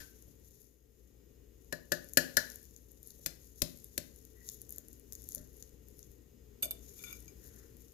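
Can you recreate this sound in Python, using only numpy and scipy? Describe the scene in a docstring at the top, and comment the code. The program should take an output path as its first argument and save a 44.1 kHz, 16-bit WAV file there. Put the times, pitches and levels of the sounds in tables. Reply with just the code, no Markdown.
"""A soft, close crunch: a knife bites into a baked tart on a ceramic plate in a quiet kitchen.
The tip breaks through and knocks, ringing the plate and thudding the worktop. The crust crackles and
snaps with each push, then the blade clinks on the rim and slides on the glaze, setting both singing.
An appliance hums and whines faintly behind. A close pair of unequal microphones leans it all left."""
import sys
import numpy as np
from scipy import signal
from scipy.fft import rfft, irfft, next_fast_len
from scipy.io import wavfile

SR = 44100
rng = np.random.default_rng(int(sys.argv[2]) if len(sys.argv) > 2 else 0)


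def file_out(sig):
    """Save sig as 16-bit WAV at sys.argv[1]."""
    # one column per channel
    cols = np.atleast_2d(sig).T
    # limit, then scale
    lim = np.clip(cols, -1, 1)
    pcm = np.round(lim * 32767).astype(np.int16)
    wavfile.write(sys.argv[1], SR, pcm)


N = 349843
TIME = np.arange(N) / SR

# Cue levels are relative: each layer adds its own trim.
# tip hits plate: (time [s], crack [dB], crack treble [dB], crack t60 [s], plate ring [dB],
# worktop thud [dB], thud tilt [dB/octave])
TIP_KNOCKS = [(0.0014, -39, 2, 0.21, -47.5, -62.5, -8), (1.724, -21, 0, 0.024, -32.5, -41, 0.5),
              (1.9182, -11.5, 0.5, 0.024, -25, -36, 0.5), (2.171, -3, 5.5, 0.023, -16.5, -33, -0.5),
              (2.368, -6, 3.5, 0.02, -18, -37.5, -1.5), (3.26, -17.5, 8, 0.027, -46.5, -49.5, -4.5),
              (3.6179, -11.5, 8, 0.021, -63, -38.5, -4.5), (3.977, -17, 8.5, 0.018, -61, -45, -1.5)]
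# tone of a knock's crack: (frequency [Hz], level [dB])
CRACK_EQ = [(150, -29), (300, -2.5), (700, -15), (1200, -18), (2000, -11.5), (3000, -11.5), (5000, -5),
            (7000, -7.5), (8800, -17.5), (10500, -6), (13000, -5), (15000, -12), (16800, -21.5)]
# ring of the plate under the tart: (frequency [Hz], level [dB], t60 [s])
PLATE_MODES = [(1440, -9, .03), (1510, -2, .04), (1585, -8, .03), (1655, -2, .035), (1742, 0, .045),
               (1800, -7, .03), (1858, -4, .04), (1930, -9, .025), (4050, -10, .025), (4135, -10, .03),
               (4590, -11, .025), (5160, -13, .025)]
# faint, long, high ring after a knock: (frequency [Hz], level [dB], t60 [s])
SHIMMER_MODES = [(4010, -22, 0.11), (4260, -23, .2), (4730, -24, .2), (4900, -24, .15), (5970, -29, .2),
                 (6400, -26, .15), (6940, -24, .15), (9945, -27, .15), (11700, -20, .15), (12260, -20, .2),
                 (12735, -24.5, .15), (13900, -24.5, .12), (14335, -28, .15)]
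# thud of the worktop: (frequency [Hz], level [dB], t60 [s])
WORKTOP_MODES = [(45.4, -10, 0.055), (95, -8, 0.047), (160.5, -7, 0.1), (217, -8, 0.047),
                 (250.4, -4, 0.097), (368.5, -5.5, 0.09), (432, -9.5, 0.04), (548.5, 3, 0.049),
                 (602.4, -1.5, 0.093), (675, -5.5, 0.051), (1210, -16.5, 0.06)]

# pushes of the blade through the tart; the first row is crackle dying away after a knock just before the start:
# (time [s], hold [s], crackle [dB])
CUT_STROKES = [(0.0, 0.012, -56.5), (0.093, 0.2, -67.5), (0.47, 0.16, -64.5), (0.98, .01, -71.5),
               (1.613, 0.36, -70), (2.0, 0.31, -61.5), (2.435, 0.16, -58), (2.744, .06, -66.5),
               (2.92, 0.0089, -69.5), (3.061, 0.058, -58), (3.249, 0.019, -59), (3.33, .03, -73),
               (3.445, 0.012, -62), (3.597, .02, -57.5), (3.69, .27, -63), (4.04, 0.27, -65.5),
               (4.464, 0.072, -52), (4.736, 0.031, -59), (4.914, 0.021, -65.5), (5.14, 0.09, -58.5),
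               (5.308, 0.038, -54.5), (5.572, 0.038, -61), (5.899, 0.19, -65), (6.74, .01, -65),
               (6.856, 0.22, -56), (7.038, 0.084, -57), (7.19, 0.026, -64.5), (7.442, 0.026, -57),
               (7.568, 0.014, -64), (7.8, 0.14, -65)]
# featured crust snaps: (time [s], level [dB], low band against high [dB])
LOUD_SNAPS = [(0.224, -25, -18), (0.4858, -37, -12), (2.044, -27, -13), (2.088, -27.5, -3),
              (2.135, -9.5, -17), (2.501, -18, -3), (2.519, -25, 7), (2.558, -18.5, -7),
              (2.629, -27, -16.5), (2.6533, -27, -2.5), (2.7631, -22.5, -7.5), (2.9174, -27, -17),
              (3.03, -20.5, -19), (3.0733, -20, -12.5), (3.1054, -24, 2), (3.774, -24.5, -10.5),
              (3.8437, -21.5, -4), (4.1608, -25.5, -21), (4.251, -24.5, -8.5), (4.4893, -22, 14),
              (4.4983, -18, -20), (4.518, -23, -12), (4.5443, -23.5, -6), (4.6165, -17.5, -7),
              (4.693, -18.5, -17), (4.706, -17, -23), (4.7238, -14.5, -28), (4.7612, -20.5, -13),
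              (4.783, -12, -9), (4.884, -21.5, -14), (4.93, -23, -6.5), (4.997, -24.5, -29.5),
              (5.1235, -14.5, -4.5), (5.132, -14, -14), (5.1523, -20.5, 0), (5.22, -23, -7.5),
              (5.24, -22.5, -23), (5.2888, -10.5, -13.5), (5.308, -21, -27), (5.33, -24.5, -5),
              (5.3486, -8.5, -10.5), (5.3577, -14, -10), (5.38, -25.5, 5.5), (5.6252, -23, 6),
              (5.885, -28, -16.5), (5.992, -27, 2), (6.029, -37, 11.5), (7.019, -41, -1), (7.246, -34, -7),
              (7.5613, -31, -20), (7.7683, -29, -6.5), (7.82, -31.5, -7)]
# tone of breaking crust: (frequency [Hz], level [dB])
CRUST_EQ = [(880, -61.5), (1500, -25.5), (1890, -20.5), (1990, -24), (3030, -32.5), (3450, -13.5),
            (4570, -13.5), (6820, 0.5), (8510, -18), (11600, 0.5), (15400, -11.5), (16500, -39)]

# blade touches rim: (time [s], zing [dB], left over right [dB], blade ring [dB], rim ring [dB])
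RIM_CLINKS = [(6.6243, -20, -7, -38, -70), (6.6272, -21, -17.5, -29.5, -34), (6.6325, -22, -24, -60, -32),
              (6.6414, -25, 0, -41, -67), (6.6474, -26.5, -23, -40, -52), (6.6556, -21, -7, -57, -59),
              (6.709, -18, -14, -39.5, -47), (6.7134, -25, -8, -44, -81), (6.9899, -51, -21, -55, -53),
              (7.0378, -37, -20, -48, -36), (7.1277, -32.5, -20, -73, -36.5), (7.2794, -42.5, -7, -86, -48)]
# blade slides on rim: (time [s], hold [s], rim [dB], blade [dB])
RIM_SLIDES = [(6.994, 0.018, -67, -73), (7.07, 0.021, -56.5, -50.5), (7.107, 0.016, -63, -82)]
# ring of the blade: (frequency [Hz], level [dB], t60 [s])
BLADE_MODES = [(2900, -14, .03), (3520, -10, .05), (3548, -4, .09), (4550, -12, .025), (8231, -9, .05),
               (12780, -5, .04), (14390, -11, .04)]
# ring of the plate's bare rim: (frequency [Hz], level [dB], t60 [s])
RIM_MODES = [(1443, -3.5, 0.057), (2290, -3.5, 0.053), (2353, 5, 0.042), (5030, -15.5, 0.046),
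             (6543, -3.5, 0.028), (6537, 2, 0.034)]
# tone of a clink's zing: (frequency [Hz], level [dB])
ZING_EQ = [(2000, -31), (6000, -19.5), (8200, -18), (9200, -26), (11300, -5), (12800, -4.5), (13800, -13),
           (15500, -25), (17000, -61)]

# tart drags on the glaze: (time [s], hold [s], level [dB])
TART_DRAGS = [(4.775, 0.0048, -75.5), (5.383, 0.0083, -74), (7.435, 0.015, -74.5), (7.59, .02, -72)]
# plate rocks on the worktop: (time [s], level [dB], tilt [dB/octave])
PLATE_ROCKS = [(0.274, -58, -7), (3.19, -59, -3), (4.776, -62, 3.5), (5.366, -48.5, -3.5),
               (5.401, -53, -6.5), (6.627, -44, 0.5), (6.654, -48.5, 2)]
# brief single tones, namely the plate's lingering ring, a squeak, a low clunk and the singing rim:
# (time [s], hold [s], level [dB], frequency [Hz])
SHORT_RINGS = [(0.0, 0.019, -57, 1550), (4.36, 0.073, -68, 1940), (6.638, 0.044, -55.5, 656),
               (7.077, 0.043, -66, 1443)]

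# decay of the kitchen's echo: (frequency [Hz], t60 [s])
ROOM_DECAY = [(150, 0.66), (1000, 0.34), (1700, 0.37), (4000, 0.3), (14000, 0.13)]
# fader ride of the room tone: (time [s], rumble [dB], hiss [dB])
ROOM_RIDE = [(0.0, -61.5, -66), (0.31, -59, -69.5), (0.79, -65.5, -76), (1.3, -59.5, -70.5),
             (2.4, -60, -72), (3.82, -60, -71), (5.26, -57, -69), (6.38, -58.5, -70), (6.8, -56, -66),
             (7.73, -56, -67), (7.93, -60.5, -69.5)]
# tone of the rumble: (frequency [Hz], level [dB])
RUMBLE_EQ = [(20, -20.5), (45, -7), (70, -5), (90, -9.5), (113, -16.5), (250, -10), (320, -11.5),
             (360, -12.5), (440, -8.5), (626, -30.5), (1200, -48.5), (1600, -79.5)]
# tone of the hiss: (frequency [Hz], level [dB])
HISS_EQ = [(410, -43.5), (700, -9.5), (2560, -6.5), (2840, -7), (4460, -9), (5730, -9), (6630, 0),
           (8860, -12), (12800, -2.5), (14800, -4.5), (16500, -31.5)]
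# mains hum: (frequency [Hz], amplitude against the rumble [dB])
HUM_TONES = [(59.5, 1.5), (119.5, -9.5)]
# thin appliance whines: (frequency [Hz], amplitude against the rumble [dB])
WHINE_TONES = [(1895, -29), (2902, -31), (5033, -28), (5211, -28.5), (6395, -29), (6455, -31.5),
               (6691, -28.5), (6928, -27.5)]

# rough stereo lean of close sounds: (frequency [Hz], left over right [dB])
NEAR_LEAN = [(60, 8), (99, -2), (160, 13), (270, 7.5), (450, 11.5), (740, 8.5), (1220, 16), (2010, 14.5),
             (3330, 16), (5500, 21), (9080, 9.5), (15000, 6.5)]
# stereo lean of the background: (frequency [Hz], left over right [dB])
FAR_LEAN = [(60, 9.5), (110, -0.5), (200, 19.5), (380, 18.5), (700, 8), (1290, 3.5), (2380, 5.5),
            (4400, 4.5), (8120, 12), (15000, 0)]
# how alike the room tone is on both sides: (frequency [Hz], correlation [0-1])
FAR_CORRELATION = [(40, 0.87), (150, 1), (500, 0.37), (1500, .2), (15000, .1)]


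def knocks():
    """The tip hits the plate: a jolt and a gritty crack over the plate's ring and the worktop's thud."""
    times, crack_db, treble_db, crack_t60, ring_db, thud_db, tilt_db = np.transpose(TIP_KNOCKS)

    def envelope(levels_db):
        """A sharp jolt, the crack itself and a faint tail."""
        jolt = burst(times + .0014, levels_db + 5, t60=.0035, rise_s=.00049)
        crack = sum(burst([at], [db], t60, rise_s=.0021)
                    for at, db, t60 in zip(times, levels_db, crack_t60))
        tail = burst(times, levels_db - 34.5, t60=.66, rise_s=.011)
        return jolt + crack + tail

    grit = rng.choice([-1, 1], (2, N)) * from_db(4.2 * rng.standard_normal(N))
    dull = grit * envelope(crack_db + 2)
    bright = grit * envelope(crack_db - 5.5 + treble_db)
    left, apart = colour(crossover(dull, bright), CRACK_EQ)
    right = .8 * left + .6 * apart
    # the tip bounces once, 7 ms after landing
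    body = strike(np.r_[times + .001, times + .008], np.r_[ring_db + 1.5, ring_db - 1.5], PLATE_MODES)
    body += strike(times + .001, ring_db, SHIMMER_MODES)
    body += strike(times + .0011, thud_db + 7.5, WORKTOP_MODES, tilt_db)
    return microphones(left + body, right + body, lag_s=.0004)


def crust():
    """Brittle snaps over a fine, clumped crackle that follows the blade's pressure."""
    grains_per_s, small_snaps_per_s, resting_db = 4000, 50, -79
    pressure = from_db(resting_db) + swell(*np.transpose(CUT_STROKES), rise_db_s=251.5, fall_db_s=111.5)
    breaks = rng.random(N) < grains_per_s * from_db(4 * drift(hz=40)) / SR
    grain_db = 2.3 * np.minimum(rng.exponential(1, N), 5)
    grains = breaks * from_db(grain_db) * rng.choice([-1, 1], N)
    crackle = pressure * rms_one(colour(grains, CRUST_EQ)[0])

    # small random snaps ride the pressure and fill in between the featured ones
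    times, snap_db, dull_db = np.transpose(LOUD_SNAPS)
    small = np.flatnonzero(rng.random(N) < small_snaps_per_s / SR)
    level_scatter, tone_scatter, pan_scatter = rng.standard_normal((N, 3)).T
    times = np.r_[times, small / SR]
    snap_db = np.r_[snap_db, 20 * np.log10(pressure[small]) + 23.5 + 3 * level_scatter[small]]
    dull_db = np.r_[dull_db, -12.5 + 7 * tone_scatter[small]]
    lean_left_db = 7 + 4.5 * pan_scatter[np.round(times * SR).astype(int)]
    fracture = rng.choice([-1, 1], N)  # each snap is about a millisecond of jolts
    sides = []
    for side_db in (snap_db, snap_db - lean_left_db):
        dull, bright = (fracture * burst(times, db, t60=.003, rise_s=.00025)
                        for db in (side_db + dull_db, side_db))
        sides.append(crossover(dull, bright))
    left, right = colour(sides, CRUST_EQ)
    return microphones(left + crackle, right + crackle, lag_s=.00045)


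def blade():
    """Clinks on the far rim: a bright zing over ringing blade and rim; sliding keeps both singing."""
    times, zing_db, pan_db, blade_db, rim_db = np.transpose(RIM_CLINKS)
    body = strike(times + .001, blade_db + 6.5, BLADE_MODES)
    body += strike(times + .0011, rim_db + 5, RIM_MODES, tilt_db=10)
    starts, holds, *slide_db = np.transpose(RIM_SLIDES)
    rim_force, blade_force = (swell(starts, holds, db, rise_db_s=503, fall_db_s=302) for db in slide_db)
    body += rub(rim_force, RIM_MODES, slips_per_s=1500)
    body += rub(blade_force, BLADE_MODES, slips_per_s=510)
    chatter = rng.choice([-1, 1], N)
    zings = [chatter * burst(times, zing_db + 15.5 + side * pan_db / 2, t60=.007, rise_s=.0003)
             for side in (1, -1)]
    left, right = colour(zings, ZING_EQ)
    return microphones(body + left, body + right, lag_s=-.00072)


def plate_handling():
    """The plate rocks softly on the worktop, the tart drags on the glaze and brief single tones ring."""
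    times, thud_db, tilt_db = np.transpose(PLATE_ROCKS)
    rocking = strike(times, thud_db + 2.5, WORKTOP_MODES, tilt_db)
    body = signal.sosfilt(signal.butter(2, 700, fs=SR, output="sos"), rocking)
    drag = swell(*np.transpose(TART_DRAGS), rise_db_s=200, fall_db_s=113)
    body += rub(drag, PLATE_MODES, slips_per_s=1500)
    ring_t60_s = .037
    for start, hold, db, hz in SHORT_RINGS:
        drive = swell([start], [hold], [db], rise_db_s=1200, fall_db_s=196)  # abrupt attack
        body += rub(drive, [(hz, 0, ring_t60_s)], slips_per_s=2000)
    return microphones(body, body, lag_s=.0004)


def kitchen_echo(near, wet_db=-13, onset_s=.0051):
    """Diffuse reflections: a noise tail that dies band by band, different on each side."""
    t, tail = np.arange(SR // 2) / SR, 0
    edges_hz = 100 * 2 ** np.arange(0, 7.6, .5)
    for low, high in zip(edges_hz, edges_hz[1:]):
        bandpass = signal.butter(2, [low, high], "band", fs=SR, output="sos")
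        band = signal.sosfilt(bandpass, rng.standard_normal((2, len(t))))
        tail += band * from_db(-60 * t / at_hz(ROOM_DECAY, np.sqrt(low * high)))
    tail *= 1 - np.exp(-t / onset_s)
    tail /= np.sqrt(np.sum(tail ** 2) / 2)
    return from_db(wet_db) * signal.oaconvolve(near, tail, axes=1)[:, :N]


def room_tone():
    """A bed of rumble and hiss, with an appliance's wavering mains hum and thin whines."""
    times, *rides = np.transpose(ROOM_RIDE)
    rumble_db, hiss_db = (np.interp(TIME, times, ride) for ride in rides)
    size = next_fast_len(N, True)
    hz = np.linspace(0, SR / 2, size // 2 + 1)
    alike = np.clip(at_hz(FAR_CORRELATION, hz), 0, 1)
    bed = np.zeros((2, N))
    for level_db, eq in ((rumble_db, RUMBLE_EQ), (hiss_db, HISS_EQ)):
        left, apart = rfft(rng.standard_normal((2, size))) * from_db(at_hz(eq, hz))
        right = (alike * left + np.sqrt(1 - alike ** 2) * apart) * from_db(-at_hz(FAR_LEAN, hz))
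        pair = irfft(np.array([left, right]), size)[:, :N]
        bed += from_db(level_db) * pair / np.std(pair[0])
    for tones, waver_db in ((HUM_TONES, 2.2), (WHINE_TONES, 3)):
        for tone_hz, db in tones:
            tone = np.sin(2 * np.pi * (tone_hz * TIME + rng.random()))
            tone *= from_db(rumble_db + db + waver_db * drift(hz=18))
            bed += tone * from_db([[0], [-at_hz(FAR_LEAN, tone_hz)]])
    return bed


def microphones(left, right, lag_s):
    """The right microphone hears close sounds thinner and lag_s later (earlier if negative)."""
    thinned = colour(right, NEAR_LEAN, amount=-.98)[0]
    return np.array([left, np.roll(thinned, round(lag_s * SR))])


def strike(times, levels_db, modes, tilt_db=0):
    """Each blow wakes each mode with a strength of its own; neighbours swing in opposite senses."""
    scatter_db = rng.normal(0, 2, (len(times), len(modes)))
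    pivot_hz = modes[len(modes) // 2][0]
    body = np.zeros(N)
    for k, (hz, db, t60) in enumerate(modes):
        blow_db = levels_db + db + tilt_db * np.log2(hz / pivot_hz) + scatter_db[:, k]
        body += (-1) ** k * ring(clicks(times, blow_db), hz, t60)
    return body


def rub(force, modes, slips_per_s):
    """Dense, uneven slips keep a body's modes singing; rms about 1 at unit force."""
    chance = slips_per_s / SR
    slips = rng.standard_normal(N) * (rng.random(N) < chance) / np.sqrt(chance)
    power = sum(from_db(2 * db) * t60 for _, db, t60 in modes) * SR / (4 * np.log(1000))
    return sum(from_db(db) * ring(force * slips, hz, t60) for hz, db, t60 in modes) / np.sqrt(power)


def ring(drive, hz, t60):
    """One mode: a unit click starts a dying sine of height 1."""
    decay, angle = from_db(-60 / (t60 * SR)), 2 * np.pi * hz / SR
    return signal.lfilter([0, np.sin(angle)], [1, -2 * decay * np.cos(angle), decay ** 2], drive + 1e-18)


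def burst(times, levels_db, t60, rise_s):
    """Envelope that leaps up at each cue and dies away."""
    fall, rise = from_db(-60 / (t60 * SR)), np.exp(-1 / (rise_s * SR))
    poles = np.convolve([1, -fall], [1, -rise])
    return signal.lfilter([1 - rise], poles, clicks(times, levels_db) + 1e-18)


def swell(times, holds, levels_db, rise_db_s, fall_db_s):
    """Force that builds up to each cue, holds and lets go; slopes in dB per second."""
    return sum(from_db(db - rise_db_s * np.maximum(at - TIME, 0)
                       - fall_db_s * np.maximum(TIME - at - hold, 0))
               for at, hold, db in zip(times, holds, levels_db))


def clicks(times, levels_db):
    """One spike for each cue."""
    spikes = np.zeros(N)
    np.add.at(spikes, np.round(np.asarray(times) * SR).astype(int), from_db(levels_db))
    return spikes


def drift(hz):
    """Slow random wander with a spread of 1."""
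    step = 50
    lowpass = signal.butter(2, hz, fs=SR / step, output="sos")
    slow = signal.sosfilt(lowpass, rng.standard_normal(N // step + 1000))[998:]
    return np.interp(np.arange(N) / step, np.arange(len(slow)), rms_one(slow))


def crossover(dull, bright, split_hz=8800):
    """Join the lows of one sound to the highs of another."""
    low, high = (signal.butter(4, split_hz, kind, fs=SR, output="sos") for kind in ("low", "high"))
    return signal.sosfilt(low, dull) + signal.sosfilt(high, bright)


def colour(x, eq, amount=1):
    """Minimum-phase EQ, so attacks stay crisp; amount scales the dB curve."""
    size = 4096
    gain = from_db(amount * at_hz(eq, np.linspace(0, SR / 2, size // 2 + 1)))
    cepstrum = irfft(np.log(gain))
    cepstrum[1:size // 2] *= 2
    cepstrum[size // 2 + 1:] = 0
    impulse = irfft(np.exp(rfft(cepstrum)))
    return signal.oaconvolve(np.atleast_2d(x), impulse[None], axes=1)[:, :N]


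def at_hz(curve, hz):
    """Read a curve on a log-frequency axis."""
    points_hz, values = np.transpose(curve)
    return np.interp(np.log(hz + 1), np.log(points_hz), values)


def from_db(db):
    """Decibels to gain."""
    return 10 ** (np.asarray(db) / 20)


def rms_one(x):
    """Scale to unit power."""
    return x / np.sqrt(np.mean(x ** 2) + 1e-20)


def scene():
    """Close knife work with the kitchen's echo, over the room tone."""
    near = knocks() + plate_handling() + crust() + blade()
    return near + kitchen_echo(near) + room_tone()


def record(dry):
    """The microphone housing dents the treble with a shallow notch, and the very top is cut."""
    notch_hz, width_hz, depth, cutoff_hz = 9100, 3200, .2, 16800
    notch_band = signal.lfilter(*signal.iirpeak(notch_hz, notch_hz / width_hz, fs=SR), dry)
    lowpass = signal.cheby2(10, 60, cutoff_hz, fs=SR, output="sos")
    return signal.sosfilt(lowpass, dry - depth * notch_band)


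dry = scene()
out = record(dry)
file_out(out)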